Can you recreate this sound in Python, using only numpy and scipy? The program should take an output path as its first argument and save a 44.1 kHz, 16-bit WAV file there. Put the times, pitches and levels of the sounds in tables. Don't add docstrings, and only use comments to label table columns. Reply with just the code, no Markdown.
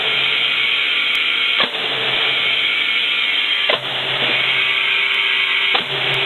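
import sys
import numpy as np
from scipy import signal
from scipy.fft import rfft, irfft, next_fast_len
from scipy.io import wavfile
from scipy.ndimage import uniform_filter1d, map_coordinates

SR = 44100
rng = np.random.default_rng(int(sys.argv[2]) if len(sys.argv) > 2 else 0)


def store_pcm(level_fs):
    pcm = np.round(np.clip(level_fs, -1, 1) * 32767).astype(np.int16)
    wavfile.write(sys.argv[1], SR, np.atleast_2d(pcm).T)


N = 275625
BAND_HZ = 4080

# (time [s], stage [0 tank, 1 tank after the valve switches over, 2 handwheels, 3 gauge])
STAGES = [(1.7, 0.5), (2.2, 0.75), (3.2, 1), (3.55, 2), (3.9, 2), (4.55, 3)]
# (time [s], jet level [dB], drone level [dB], drone rise [s], ring pitch [Hz], ring level [dB])
BLOW_OFFS = [(-.4, -12, -27.5, 0.8, 440, -23), (1.69, -9.5, -27.5, 0.39, 445, -24.5),
             (3.789, -8, -23.5, .03, 383, -29.5), (5.86, -14, -27, 0.019, 388, -26.5)]


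def amp(db):
    return 10 ** (np.asarray(db) / 20)


def unit(x):
    return x / np.sqrt(np.mean(x ** 2) + 1e-20)


def clock():
    return np.arange(N) / SR


def curve(rows):
    return np.interp(clock(), *np.transpose(rows))


def colour(points, hz):
    point_hz, db = np.transpose(points)
    return amp(np.interp(np.log(hz + 1), np.log(point_hz + 1), db))


def filtered(x, response):
    size = next_fast_len(len(x) + 8192, real=True)
    return irfft(rfft(x, size) * response(np.fft.rfftfreq(size, 1 / SR)), size)[:len(x)]


def noise(response, size=N):
    return unit(filtered(rng.standard_normal(size), response))


def resonance(hz, centre_hz, width_hz):
    return 1 / (1 + ((hz - centre_hz) / width_hz) ** 2)


def wobble(rate):
    knots = rng.standard_normal(int(N * rate / SR) + 4)
    steps = np.arange(0, len(knots), 1 / 10)
    return np.interp(clock() * rate, steps, map_coordinates(knots, [steps]))


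def swell(age, rise_s, fade_db_per_s):
    age = np.maximum(age, 0)
    return np.sin(np.pi / 2 * np.minimum(age / rise_s, 1)) ** 2 * amp(-fade_db_per_s * age)


def pipe(modes, rush_shape, width_hz, ring_db, rush_db):
    grid = np.arange(2 * BAND_HZ)
    widths = [width_hz * np.sqrt(hz / BAND_HZ) for hz, db in modes]
    power = sum((amp(db) * resonance(grid, hz, w)) ** 2 / w for (hz, db), w in zip(modes, widths))
    ring = noise(lambda hz: np.interp(hz, grid, np.sqrt(power), right=0))
    steadiness = 0.57
    ring_power = np.abs(uniform_filter1d(ring ** 2, size=1500))
    ring = unit(ring / ring_power ** (steadiness / 2))
    ripple_hz, ripple_db = 14, 2.5
    ripple = amp(ripple_db * rng.standard_normal(len(grid)))
    rush = noise(lambda hz: colour(rush_shape, hz) * np.interp(hz, grid * ripple_hz, ripple))
    return amp(ring_db) * ring + amp(rush_db) * rush


def singing_pipes():
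    # (pitch [Hz], relative level [dB])
    tank_modes = [(1125, -46), (1180, -49), (1250, -48), (1297, -41.5), (1351, -45), (1389, -38.5),
                  (1433, -41), (1567, -43.5), (1690, -43), (1787, -46.5), (1890, -46.5), (1930, -44.5),
                  (2019, -39), (2094, -42), (2137, -44.5), (2196, -46), (2220, -32), (2244, -29),
                  (2297, -35.5), (2351, -30.5), (2420, -34), (2466, -42), (2488, -28.5), (2560, -37.5),
                  (2616, -38), (2662, -35.5), (2738, -35.5), (2762, -41), (2887, -36), (3074, -37),
                  (3112, -33), (3143, -28.5), (3195, -43), (3236, -31), (3272, -31), (3348, -42.5),
                  (3435, -38.5), (3488, -41), (3555, -38), (3714, -39)]
    after_switch_modes = [(1174, -45), (1346, -50.5), (1384, -42), (1432, -42), (1782, -43), (1960, -41),
                          (2013, -48), (2078, -52.5), (2196, -29), (2293, -30.5), (2406, -28.5),
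                          (2476, -36.5), (2552, -41), (2616, -44), (2654, -35), (2751, -44.5),
                          (2885, -38.5), (3004, -33.5), (3138, -28), (3252, -33.5), (3305, -30.5),
                          (3348, -41), (3386, -42), (3440, -35.5), (3553, -39), (3639, -39.5),
                          (3698, -38.5), (3758, -50)]
    wheel_modes = [(1174, -41), (1384, -46.5), (1707, -40.5), (1890, -37.5), (1970, -53), (2013, -31),
                   (2083, -38), (2148, -38.5), (2196, -29), (2347, -33), (2439, -37), (2606, -46.5),
                   (2762, -27), (3138, -32), (3198, -24.5), (3451, -39)]
    gauge_modes = [(1071, -43), (1163, -39.5), (1244, -51.5), (1283, -43.5), (1324, -42.5), (1360, -45),
                   (1440, -42.5), (1545, -39.5), (1604, -39.5), (1660, -39.5), (1943, -36.5), (2007, -32),
                   (2076, -36.5), (2152, -32), (2195, -31.5), (2223, -26), (2252, -29.5), (2293, -35),
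                   (2350, -31.5), (2400, -27), (2469, -33), (2530, -32.5), (2643, -35), (2705, -37),
                   (2765, -46.5), (2859, -34), (2893, -42), (3042, -33.5), (3068, -31), (3105, -35),
                   (3162, -33.5), (3219, -31), (3255, -29.5), (3354, -42), (3440, -37), (3480, -36.5),
                   (3628, -40.5), (3688, -36)]
    # (frequency [Hz], relative level [dB])
    tank_rush = [(59, -79), (100, -42.5), (200, -18), (311, -15.5), (417, -19), (620, -17), (1000, -20),
                 (1400, -10.5), (1880, -12), (2290, 1.5), (2650, -10.5), (2970, -1), (3170, 1.5),
                 (3400, -7.5), (3920, -11), (5100, -40), (8620, -120)]
    wheel_rush = [(59, -77), (100, -39), (250, -21.5), (620, -18.5), (1000, -15.5), (1880, -10),
                  (2290, 0.5), (2750, -6.5), (3200, 1.5), (3920, -12.5), (5100, -35), (8620, -120)]
    gauge_rush = [(59, -64), (100, -28), (300, -16), (450, -15.5), (832, -22.5), (898, -11.5), (985, -16.5),
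                  (1610, -7), (1790, -14), (2260, 1), (3160, -3.5), (3920, -11.5), (5100, -46),
                  (8620, -120)]
    sounds = [pipe(tank_modes, tank_rush, width_hz=7.4, ring_db=-2.5, rush_db=-7.5),
              pipe(after_switch_modes, tank_rush, width_hz=9.9, ring_db=-4.5, rush_db=-7.5),
              pipe(wheel_modes, wheel_rush, width_hz=7.2, ring_db=-6, rush_db=-5.5),
              pipe(gauge_modes, gauge_rush, width_hz=9.0, ring_db=-2.5, rush_db=-6.0)]
    t, stage = clock(), np.clip(curve(STAGES), 0, 3)
    heard = sum(np.sqrt(np.maximum(1 - np.abs(stage - k), 0)) * sound for k, sound in enumerate(sounds))
    lead_s, shut_s, hold_s, reopen_s = 0.056, 0.012, 0.48, 0.099
    choke = sum(np.tanh((t - start + lead_s) / shut_s) - np.tanh((t - start - hold_s) / reopen_s)
                for start, *_ in BLOW_OFFS) / 2
    flow_db, dip_db = -15, 5.5
    flutter_db = 0.45 * wobble(130) + 0.54 * wobble(450)
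    return amp(flow_db - dip_db * choke + flutter_db) * heard


def machine_tones():
    # (pitch [Hz], level at the tank [dB], level at the gauge [dB])
    tones = [(312, -53, -66), (374, -53, -72), (392, -55, -41), (452, -46.5, -66.5), (529, -48, -62),
             (693, -51.5, -53), (917, -51.5, -42.5)]
    gauge_share = np.clip(curve(STAGES) / 3, 0, 1) ** 2
    out = np.zeros(N)
    for hz, tank_db, gauge_db in tones:
        level_db = tank_db + gauge_share * (gauge_db - tank_db) + wobble(6)
        pitch_hz = hz + 1.384 * wobble(10)
        out += amp(level_db) * unit(np.sin(2 * np.pi * np.cumsum(pitch_hz) / SR))
    return out


def rumble():
    return amp(-56) * noise(lambda hz: resonance(hz, centre_hz=90, width_hz=38) * hz / (hz + 60))


def blow_off():
    # (frequency [Hz], relative level [dB])
    jet_shape = [(100, -45), (170, -11), (284, -11.5), (394, -6), (554, -9), (616, -1.5), (1040, -9.5),
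                 (1250, -6.5), (1610, -6.5), (1740, -5), (2320, -5.5), (3100, 1.5), (3530, 1),
                 (3920, -12.5), (5100, -31), (8620, -120)]
    jet_rise_s, fade_db_per_s = 0.07, 23.5
    drone_hz, drone_lead_s = 131.2, 0.041
    jet = noise(lambda hz: colour(jet_shape, hz)) * amp(wobble(60))
    pitch_hz = drone_hz + 2.8 * wobble(16)
    note = np.sin(2 * np.pi * np.cumsum(pitch_hz) / SR) * amp(3.1 * wobble(16))
    breath = noise(lambda hz: resonance(hz, drone_hz, width_hz=17))
    drone = unit(unit(note) + 0.5 * breath)
    out = np.zeros(N)
    for start, jet_db, drone_db, drone_rise_s, ring_hz, ring_db in BLOW_OFFS:
        age = clock() - start
        ring = noise(lambda hz: resonance(hz, ring_hz, width_hz=17))
        out += swell(age, jet_rise_s, fade_db_per_s) * (amp(jet_db) * jet + amp(ring_db) * ring)
        out += swell(age + drone_lead_s, drone_rise_s, fade_db_per_s) * amp(drone_db) * drone
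    return out


def amplifier_hiss():
    # (frequency [Hz], relative level [dB])
    hiss_shape = [(15, 18), (70, -10), (4000, -26), (5000, -12.5), (5700, 1), (7000, 4), (9000, 3),
                  (12800, 0.4)]
    return amp(-51.5) * noise(lambda hz: colour(hiss_shape, hz))


def electrical_ticks():
    # (time [s], click level [dB], bump level [dB])
    ticks = [(1.1537, -5.5, -46), (2.152, -45, -40), (4.148, -45, -43), (5.1452, -16, -58),
             (6.1431, -9.5, -41)]
    t, out = clock(), np.zeros(N)
    for when, click_db, bump_db in ticks:
        out += amp(bump_db) * np.exp(-((t - when) / 0.0061) ** 2)
        out[round(when * SR)] += amp(click_db)
    return out


def valve_knocks():
    # (time [s], burst level [dB], thud level [dB], thud pitch [Hz],
    # ring level [dB], time for the burst to fade 60 dB [s])
    knocks = [(1.584, -14.5, -16, 3260, -30, .08), (1.595, -14, -7, 3200, -28, .05),
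              (1.601, -15, -12, 550, -19, 0.055), (1.602, -16, -9, 1145, -11, 0.066),
              (1.608, -7, -8, 1710, -15, 0.12), (1.615, -4, -4, 3480, -17, 0.056),
              (1.630, -3.5, -9.5, 414, -2.5, 0.36), (1.634, -1, -9.5, 219, -6, 0.1),
              (3.69, -12, -15, 2830, -25, .04), (3.696, -20, -9.5, 607, -5, 0.073),
              (3.696, -9, -8, 2040, -12, 0.37), (3.727, -0.5, -5.5, 450, -9, 0.07),
              (3.730, -9, -3, 1036, -16, 0.052), (3.737, 3, -1.5, 660, -5, 0.029),
              (3.737, -3, -0.5, 3150, -12, 0.28), (3.749, -12, -14, 150, -8, 0.21),
              (4.219, -41, -26, 280, -8.5, 0.17), (4.285, -20, -22, 330, -10.5, 0.27),
              (5.742, -16, -18.5, 410, -9, 0.12), (5.748, -6, -10.5, 775, -19, 0.22),
              (5.753, -9.5, -15, 3400, -14, 0.35), (5.782, -1, -6, 3236, -17, 0.062),
              (5.791, -17, -13, 400, -13, 0.09), (5.804, -12.5, -13.5, 190, -6, 0.51)]
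    # (frequency [Hz], relative level [dB])
    burst_shape = [(150, -24), (500, -5.5), (1100, -5.5), (1900, -5.5), (2600, -3), (3450, 2.5), (3950, -8),
                   (5100, -34), (8620, -120)]
    # (pitch [Hz], relative level [dB], time to fade 60 dB [s])
    body_modes = [(245, -11.5, 0.18), (479, -7.5, 0.2), (553, -21, 0.08), (590, -11.5, 0.5),
                  (600, -5, 0.045), (805, -9, 0.058), (1040, -13, 0.05), (1116, -7, 0.087),
                  (1960, -5, 0.046)]
    out, age = np.zeros(N + SR), np.arange(SR // 2) / SR
    punch = swell(age, rise_s=0.0031, fade_db_per_s=905)
    punch = punch / punch.max()
    for start, burst_db, thud_db, thud_hz, ring_db, burst_s in knocks:
        burst = noise(lambda hz: colour(burst_shape, hz), size=len(age))
        burst *= swell(age, rise_s=0.0027, fade_db_per_s=60 / burst_s)
        grit = noise(lambda hz: resonance(hz, thud_hz, width_hz=0.65 * thud_hz), size=len(age))
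        thud = punch * (np.sin(2 * np.pi * thud_hz * age) + 0.1 * grit)
        ring = sum(amp(db - 60 * age / fade_s) * resonance(hz, thud_hz, width_hz=260)
                   * np.sin(2 * np.pi * hz * age) for hz, db, fade_s in body_modes)
        ring *= 1 - np.exp(-age / 0.0085)
        knock = amp(burst_db) * burst + amp(thud_db) * thud + amp(ring_db) * ring
        out[round(start * SR):][:len(age)] += knock
    return out[:N]


def scene():
    return (singing_pipes() + blow_off() + valve_knocks() + machine_tones() + rumble())[None]


def gain_control(x, limit_db, release_db_per_s, attack_s):
    power = np.abs(uniform_filter1d(x ** 2, size=400))
    excess_db = np.maximum(10 * np.log10(power + 1e-12) - limit_db, 0)
    ramp = release_db_per_s * clock()
    cut_db = np.maximum.accumulate(excess_db + ramp) - ramp
    smoothing = np.exp(-1 / (attack_s * SR))
    return x * amp(-signal.lfilter([1 - smoothing], [1, -smoothing], cut_db))


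def record(dry):
    bass_hz, top_hz = 70, 12850
    held = gain_control(dry[0], limit_db=-15.5, release_db_per_s=31, attack_s=0.011)
    rounded = held / (1 + (held / 0.9) ** 8) ** (1 / 8)
    narrow = filtered(rounded, lambda hz: hz ** 4 / (hz ** 4 + bass_hz ** 4)
                      / np.sqrt(1 + (hz / BAND_HZ) ** 120))
    return filtered(narrow + amplifier_hiss() + electrical_ticks(), lambda hz: hz < top_hz)[None]


dry = scene()
out = record(dry)
store_pcm(out)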